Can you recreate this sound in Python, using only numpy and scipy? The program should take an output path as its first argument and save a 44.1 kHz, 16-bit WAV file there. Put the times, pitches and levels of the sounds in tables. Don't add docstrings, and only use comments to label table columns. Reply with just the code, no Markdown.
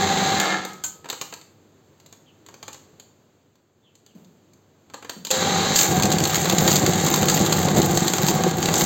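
import sys
import numpy as np
from scipy import signal
from scipy.fft import rfft, irfft
from scipy.io import wavfile
from scipy.ndimage import uniform_filter1d, minimum_filter1d

SR = 44100
rng = np.random.default_rng(int(sys.argv[2]) if len(sys.argv) > 2 else 0)


def persist_wave(psi):
    counts = np.round(np.clip(psi, -1, 1) * 32767).astype(np.int16)
    wavfile.write(sys.argv[1], SR, np.atleast_2d(counts).T)


N = 390285
T = np.arange(N) / SR
MOTOR_OFF_S, STANDSTILL_S, MOTOR_ON_S, BITE_S = 0.382, 0.55, 5.305, 5.74

# pitch_hz, level_db
WHINE_PARTIALS = [(97, -43), (196, -33.5), (388, -41), (779, -29.5), (1163, -43), (1661, -42.5)]
# time_s, level_db
WHINE_SWELL = [(5.3, -15), (5.42, 0), (5.85, -3), (5.92, 6), (6.11, 2.5), (6.2, -4.5), (6.95, -1),
               (7.3, -4.5), (7.9, -0.5), (8.05, -4.5), (8.4, 3.5), (8.62, -3.5)]
# frequency_hz, gain_db
GEAR_EQ = [(90, -30), (450, 3.5), (620, -1), (770, 5), (900, 3), (1400, -1), (1900, -0.5), (2800, -6.5),
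           (3900, -1), (4700, -6.5), (8000, -12), (16000, -35.5)]
# frequency_hz, gain_db
FRAME_EQ = [(55, -28), (92, -2.5), (122, -11.5), (185, 5), (280, -8), (380, -3), (950, -18.5), (2500, -48)]
# frequency_hz, gain_db
SCRAPE_EQ = [(60, -30), (2800, -14.5), (3600, -3), (4020, 9), (4450, -3.5), (6800, 0.5), (9000, -8.5),
             (16000, -15)]
# frequency_hz, gain_db
ROOM_EQ = [(30, -27), (60, -20.5), (95, 0.5), (150, -3), (380, -2.5), (700, -11.5), (2200, -23),
           (7000, -24.5), (16000, -31)]
# time_s, level_db
ROOM_LEVEL = [(1.5, -57.5), (2.5, -57.5), (2.66, -53.5), (3.71, -66), (4.08, -61.5), (4.9, -59)]
# pitch_hz, level_db
ROOM_HUM = [(99, -10), (148, -8.5)]
# pitch_hz, level_db, t60_s
HOUSING_MODES = [(191.4, -38.5, 0.91), (322, -39, 0.68), (745, -36.5, 0.58), (1273, -42, 1.35),
                 (1360, -38.5, 0.67), (1670, -35.5, 0.51), (1710, -37.5, 0.32), (1776, -36, .38),
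                 (2130, -38.5, 0.5)]
# time_s, level_db
SHAFT_RUB = [(0.42, 2), (0.47, -3.5), (0.5, 2), (0.54, 3), (0.6, -1)]
# start_s, tick_db, knock_db
TAPS = [(0.399, -16.5, -28), (0.412, -24, -33), (0.65, -29, -32), (0.733, -39, -56), (0.838, -25.5, -43.5),
        (0.846, -35, -42), (1.044, -46, -42.5), (1.057, -46, -40), (1.088, -35, -36.5), (1.1, -22.5, -32.5),
        (1.128, -32, -34), (1.213, -24, -34), (1.22, -34, -41), (1.325, -39.5, -35.5), (1.338, -32.5, -63),
        (1.413, -45.5, -54), (2.0, -50, -59), (2.061, -44, -64), (2.126, -43, -50), (2.463, -45, -52),
        (2.486, -45, -46.5), (2.541, -44, -48), (2.628, -36.0, -41), (2.68, -35, -35.5), (2.73, -37.5, -58),
        (2.744, -42, -47.5), (2.998, -41, -56), (3.555, -60, -67), (3.953, -50, -67), (4.063, -48.5, -64),
        (4.246, -56, -70), (4.534, -54, -79), (4.899, -53, -49.5), (4.937, -44, -42), (4.942, -38.5, -35.5),
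        (5.025, -44, -40), (5.047, -43, -39), (5.095, -26, -33.5), (5.249, -25.5, -41), (5.269, -28, -41),
        (5.305, -21, -32), (5.311, -13.5, -31)]
# frequency_hz, gain_db
TICK_EQ = [(500, -16.5), (2200, -8), (4400, 2.5), (5400, 0), (7000, 2), (10000, -1), (16000, -10.5)]
# frequency_hz, gain_db
KNOCK_EQ = [(50, -21.5), (220, -3), (520, 1.5), (700, -2), (900, 2.5), (1400, -3), (2200, -6.5),
            (4000, -13), (12000, -39.5)]
# pitch_hz, level_db, t60_s
SPLINTER_MODES = [(1523, -8.5, 0.26), (4307, -21, 0.3), (6702, -4, 0.15), (7500, -3.5, 0.12)]
# frequency_hz, gain_db
CLINK_EQ = [(5000, -23), (6900, 1.5), (10000, -14)]
# start_s, length_s, from_hz, to_hz, level_db
SQUEAKS = [(2.247, 0.079, 3350, 2250, -55), (3.81, 0.12, 3500, 2150, -59.5),
           (4.055, 0.082, 3400, 2500, -61)]
# start_s, level_db, t60_s
BUMPS = [(4.15, -45.5, 1), (5.16, -41.5, 0.53)]
# pitch_hz, level_db, t60_s
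JOLT_MODES = [(522, 5, 1.4), (2630, 4, 0.068), (2700, -12, 0.44), (3630, -12, 0.55)]
# time_s, load_db
LOAD = [(5.82, -8), (5.95, 0), (6.2, 1), (6.29, -4), (6.5, 0), (6.63, 2.5), (6.95, 1.5), (7.12, 0),
        (7.3, 1), (7.6, 1), (7.77, 3), (7.95, 3.5), (8.05, -2), (8.3, 1.5), (8.57, -.5), (8.85, -0.5)]
# time_s, level_db
FEED = [(5.8, -22.5), (6.05, -31.5), (6.5, -25), (6.65, -27), (7.18, -26.5), (7.42, -26), (7.77, -29.5),
        (8.28, -27), (8.54, -35), (8.85, -25.5)]
# start_s, length_s, level_db
CRUMBLES = [(5.705, 0.17, -22), (6.669, 0.092, -20), (8.245, 0.082, -24.5), (8.687, 0.19, -29.5)]
# frequency_hz, gain_db
PANEL_EQ = [(25, -32), (55, -27), (85, -5.5), (125, -6), (152, 3), (185, 3), (218, 0.5), (245, -4.5),
            (298, -9.5), (335, 0), (400, -5), (460, -5), (620, -13.5), (760, -9), (950, -18.5), (2500, -48)]
# frequency_hz, gain_db
GRIT_EQ = [(60, -30.5), (500, -13), (2500, -15.5), (4200, -4), (6800, 4), (9000, 1.5), (16000, -7.5)]
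# frequency_hz, gain_db
SHARD_EQ = [(500, -17.5), (2000, -6), (4000, -2), (7000, -2), (10000, -4), (16000, 3)]
# start_s, level_db
LURCHES = [(5.751, -35), (6.004, -37), (6.847, -35), (7.309, -38), (7.964, -28), (8.626, -37),
           (8.828, -28.5)]
# start_s, knock_db, shudder_db
CATCHES = [(5.756, -14, 4), (5.912, -16, 6.5), (5.988, -17, 3.5), (6.06, -19, 3.5), (6.166, -14, 3.5),
           (6.221, -20, 2.5), (6.534, -11, 1.5), (6.613, -17, 4), (6.716, -18, 4.5), (6.826, -16, 2.5),
           (6.887, -14, 3.5), (7.231, -13, 4.5), (7.42, -18, 5), (7.51, -18, 1), (7.68, -14, 2.5),
           (7.748, -14, 5), (7.798, -19, 3.5), (7.972, -14, 0), (8.045, -14, 3), (8.24, -16, 4),
           (8.389, -14, 2.5), (8.463, -15, 4.5), (8.686, -18, 1), (8.73, -16.5, 1.5), (8.837, -11.5, 4.5)]
# frequency_hz, gain_db
CATCH_EQ = [(25, -20), (70, -6), (180, 0), (450, -1), (800, -8), (2000, -26), (6000, -50)]
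# start_s, tick_db, knock_db
SNAPS = [(5.758, -5, -30), (5.789, -9.5, -34), (5.811, -10.5, -31), (5.997, -21, -27), (6.023, -17, -30),
         (6.033, -14, -35), (6.054, -18, -36), (6.117, -17, -32), (6.124, -16.5, -40), (6.184, -18.5, -29),
         (6.203, -20.5, -33), (6.238, -18, -43), (6.253, -17, -43), (6.273, -21, -40), (6.295, -21, -31),
         (6.344, -16, -29), (6.356, -15.5, -35), (6.455, -21.5, -25), (6.497, -13.5, -27),
         (6.583, -11, -23.5), (6.677, -7.5, -18), (6.715, -16, -25), (6.757, -13, -26), (6.764, -14, -30),
         (6.863, -13, -24.5), (6.934, -19, -30), (7.066, -20, -25.5), (7.073, -24, -33),
         (7.14, -13.5, -24.5), (7.229, -19, -26), (7.284, -16, -28), (7.298, -13, -22.5),
         (7.375, -20, -24.5), (7.462, -17.5, -30), (7.524, -15.5, -27), (7.527, -15, -38),
         (7.684, -24.5, -24.5), (7.817, -18, -34), (7.973, -11.5, -26), (8.08, -15, -36),
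         (8.135, -15.5, -24), (8.182, -18.5, -26), (8.284, -15.5, -26), (8.436, -19, -29),
         (8.51, -25.5, -45), (8.627, -20, -30), (8.657, -16.5, -38), (8.686, -20.5, -22),
         (8.739, -13.5, -28), (8.781, -21.5, -40), (8.809, -16, -24.5)]
MIC_EDGES_HZ = [0, 4800, 6120, 7700, 8500, 11600, 13000]
MIC_DB = [0, -7, 2.5, -8, -26.5, -8.5, -2.5]


def undb(db):
    return 10 ** (np.asarray(db) / 20)


def unit(x):
    return x / np.sqrt(np.mean(x ** 2))


def curve(points):
    return np.interp(T, *np.transpose(points))


def after(start_s, fade_s=0.013):
    return np.clip((T - start_s) / fade_s, 0, 1)


def fall(t, t60):
    return np.exp(-np.log(1000) * t / t60)


def add(track, start_s, sound):
    i = int(start_s * SR)
    track[i:i + len(sound)] += sound[:N - i]


def walk(rate_hz):
    hold = int(SR / rate_hz)
    steps = np.repeat(rng.standard_normal(N // hold + 1), hold)
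    return 1.303 * uniform_filter1d(uniform_filter1d(steps, hold), hold)[:N]


def colour(x, eq, size=4096):
    hz, db = np.transpose(eq)
    bin_db = np.interp(np.log(np.fft.rfftfreq(size, 1 / SR) + 1), np.log(hz), db)
    cepstrum = irfft(np.log(undb(bin_db)))
    response = irfft(np.exp(rfft(2 * cepstrum[:size // 2], size)))
    return signal.fftconvolve(x, response / np.linalg.norm(response))[:N]


def ring(modes):
    t = T[:SR]
    return sum(undb(db) * fall(t, t60) * np.sin(2 * np.pi * hz * t) for hz, db, t60 in modes)


def impacts(per_s, spread_db):
    strength = undb(spread_db * np.clip(rng.standard_normal(N), -2, 2)) * rng.choice([-1, 1], N)
    return unit(strength * (rng.random(N) < per_s / SR))


def tail(x, t60, wet_db):
    t = T[:SR]
    response = rng.standard_normal(SR) * fall(t, t60) * np.minimum(t / 0.0029, 1)
    wet = signal.fftconvolve(x, response / np.linalg.norm(response))[:N]
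    return (x + undb(wet_db) * wet) / np.sqrt(1 + undb(2 * wet_db))


def motor():
    sag = 0.035 * after(BITE_S, fade_s=0.2995) * undb(curve(LOAD) / 2)
    stagger = (0.003 + 0.01114 * after(BITE_S)) * walk(30)
    shaft_time = np.cumsum((1 - sag) * (1 + stagger)) / SR
    judder_rad = 0.5 + 0.35 * after(BITE_S)
    whine = sum(undb(db + 3 * walk(60)) * np.sin(2 * np.pi * hz * shaft_time + judder_rad * walk(110))
                for hz, db in WHINE_PARTIALS)
    first_run = undb(4) * (1 - after(MOTOR_OFF_S, fade_s=0.038))
    second_run = undb(curve(WHINE_SWELL)) * after(MOTOR_ON_S, fade_s=0.04)
    return whine * (first_run + second_run)


def running(stop_s, t60, spin_up_db=0, restart_db=0):
    spin_up = undb(restart_db + spin_up_db * (1 - after(MOTOR_ON_S, fade_s=0.14)))
    return fall(np.maximum(T - stop_s, 0), t60) + after(MOTOR_ON_S, fade_s=0.0085) * spin_up


def grinding_gains():
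    coasting = after(MOTOR_OFF_S, fade_s=0.05) - after(MOTOR_ON_S)
    empty = [undb(-24.5) * running(STANDSTILL_S - 0.04, t60=0.66, spin_up_db=-5.5),
             undb(-28.5 - 14.5 * coasting) * running(STANDSTILL_S, t60=2.1, spin_up_db=-13, restart_db=3),
             undb(-29 - 13 * coasting) * running(STANDSTILL_S, t60=0.45, restart_db=2.5)]
    feed_db = curve(FEED) + 26.5
    tooth_db = 1.2 * walk(45)
    shudder_db = sum(db * np.exp(-((T - start_s) / 0.024) ** 2) for start_s, _, db in CATCHES)
    crumbling = sum(undb(db) * np.sin(np.pi * after(start_s, length_s)) ** 2
                    for start_s, length_s, db in CRUMBLES)
    cutting = [undb(-28 + 0.5 * feed_db + tooth_db),
               undb(-23.5 + curve(LOAD) + shudder_db + tooth_db),
               undb(-27 + feed_db + tooth_db) + crumbling]
    biting = after(BITE_S - 0.02, fade_s=0.04)
    return np.array(empty) * (1 - biting) + np.array(cutting) * biting


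def gear_rattle():
    return tail(colour(impacts(per_s=1500, spread_db=4.5), GEAR_EQ), t60=0.56, wet_db=-1)


def drumming(biting):
    knocks = impacts(per_s=320, spread_db=3.5)
    body = colour(knocks, FRAME_EQ) * (1 - biting) + colour(knocks, PANEL_EQ) * biting
    drum = tail(body, t60=0.28, wet_db=-5.5)
    return drum / np.sqrt(uniform_filter1d(drum ** 2, 3000) + 1e-9)


def cutter_grit(biting):
    scrape = colour(impacts(per_s=5000, spread_db=4), SCRAPE_EQ)
    cracks = impacts(per_s=3300, spread_db=2.5) * undb(3 * walk(260))
    crush = colour(unit(cracks), GRIT_EQ)
    splits = np.abs(impacts(per_s=45, spread_db=2.5))
    bursts = signal.fftconvolve(splits, fall(T[:SR // 50], t60=0.006))[:N]
    shards = undb(-2) * colour(unit(bursts * rng.standard_normal(N)), SHARD_EQ)
    grit = undb(-0.5) * scrape * (1 - biting) + undb(0.5) * (crush + shards) * biting
    return tail(grit, t60=0.16, wet_db=-8.5)


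def grinding():
    rattle_gain, drum_gain, grit_gain = grinding_gains()
    biting = after(BITE_S, fade_s=0.028)
    return gear_rattle() * rattle_gain + drumming(biting) * drum_gain + cutter_grit(biting) * grit_gain


def room_tone():
    hum = sum(undb(db + 3 * walk(2)) * np.sin(2 * np.pi * hz * T + walk(10)) for hz, db in ROOM_HUM)
    air = colour(rng.standard_normal(N), ROOM_EQ)
    return (air + hum) * undb(curve(ROOM_LEVEL) + 1.46 + 0.8 * walk(7.2))


def shaft_squeal():
    rubbing = after(MOTOR_OFF_S - 0.03, fade_s=0.078) * undb(curve(SHAFT_RUB) + 5)
    since_stop_s = np.maximum(T - STANDSTILL_S, 0)
    roughness = 1 - after(STANDSTILL_S, fade_s=0.34)
    squeal = np.zeros(N)
    for hz, db, t60 in HOUSING_MODES:
        tone = np.sin(2 * np.pi * hz * T + 0.68 * roughness * walk(130))
        flutter_db = 2.5 * roughness * walk(110)
        squeal += tone * undb(db + flutter_db) * rubbing * fall(since_stop_s, t60)
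    return squeal


def blows(hits, tick_t60, knock_t60, tick_trim_db, knock_trim_db, rise_s):
    ticks, knocks, t = np.zeros(N), np.zeros(N), T[:SR // 10]
    for start_s, tick_db, knock_db in hits:
        noise = np.sign(rng.standard_normal((2, len(t)))) * np.minimum(t / rise_s, 1)
        add(ticks, start_s, undb(tick_db + tick_trim_db) * noise[0] * fall(t, tick_t60))
        add(knocks, start_s, undb(knock_db + knock_trim_db) * noise[1] * fall(t, knock_t60))
    return colour(ticks, TICK_EQ) + colour(knocks, KNOCK_EQ)


def panel_taps():
    taps = blows(TAPS, tick_t60=0.03, knock_t60=0.051, tick_trim_db=7, knock_trim_db=6, rise_s=0.00055)
    return tail(taps, t60=0.43, wet_db=-4)


def splinter_clink(start_s=0.839):
    burst = np.zeros(N)
    add(burst, start_s, undb(-24) * rng.standard_normal(SR) * fall(T[:SR], t60=0.24))
    clink = colour(burst, CLINK_EQ)
    add(clink, start_s, undb(-30) * ring(SPLINTER_MODES))
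    return clink


def panel_squeaks():
    squeaks = np.zeros(N)
    for start_s, length_s, from_hz, to_hz, db in SQUEAKS:
        n = int(length_s * SR)
        rasp = 1 + 0.06 * walk(1500)[:n]
        hz = (from_hz + (to_hz - from_hz) * np.linspace(0, 1, n) ** 2) * rasp
        add(squeaks, start_s, undb(db) * np.hanning(n) * np.sin(2 * np.pi * np.cumsum(hz) / SR))
    return tail(squeaks, t60=0.4, wet_db=-4)


def panel_bumps():
    bumps = np.zeros(N)
    for start_s, db, t60 in BUMPS:
        add(bumps, start_s, undb(db) * rng.standard_normal(SR) * fall(T[:SR], t60))
    return colour(bumps, [(60, -35), (130, -13), (180, 3.5), (300, -11), (700, -22), (2000, -36)])


def gear_jolt():
    jolt = np.zeros(N)
    add(jolt, MOTOR_ON_S, undb(-29.5) * ring(JOLT_MODES))
    return jolt


def tooth_catches(lurch_s=0.012):
    shoves, lurches, t = np.zeros(N), np.zeros(N), T[:SR // 20]
    for start_s, db, _ in CATCHES:
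        add(shoves, start_s, undb(db - 1) * rng.choice([-1, 1], len(t)) * fall(t, t60=0.022))
    for start_s, db in LURCHES:
        add(lurches, start_s, undb(db) * np.hanning(int(lurch_s * SR)))
    return colour(shoves, CATCH_EQ) + lurches


def glass_snaps():
    snaps = blows(SNAPS, tick_t60=0.021, knock_t60=0.027,
                  tick_trim_db=8, knock_trim_db=10.5, rise_s=0.0012)
    return tail(snaps, t60=0.23, wet_db=-7.5)


def scene():
    machine = motor() + shaft_squeal() + gear_jolt() + grinding() + tooth_catches()
    glass = panel_taps() + splinter_clink() + glass_snaps() + panel_bumps() + panel_squeaks()
    return (machine + glass + room_tone())[None]


def record(dry, ceiling=0.66, top_hz=15900):
    band = np.searchsorted(MIC_EDGES_HZ, np.fft.rfftfreq(N, 1 / SR), side="right") - 1
    response = uniform_filter1d(undb(MIC_DB)[band], size=800)
    coloured = irfft(rfft(dry) * response, N)
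    gain = np.minimum(1, ceiling / (np.abs(coloured) + 1e-9))
    gain = uniform_filter1d(minimum_filter1d(gain, size=128), size=128)
    high_cut = signal.ellip(10, 0.2, 80, top_hz, fs=SR, output="sos")
    return signal.sosfilt(high_cut, coloured * gain)


dry = scene()
out = record(dry)
persist_wave(out)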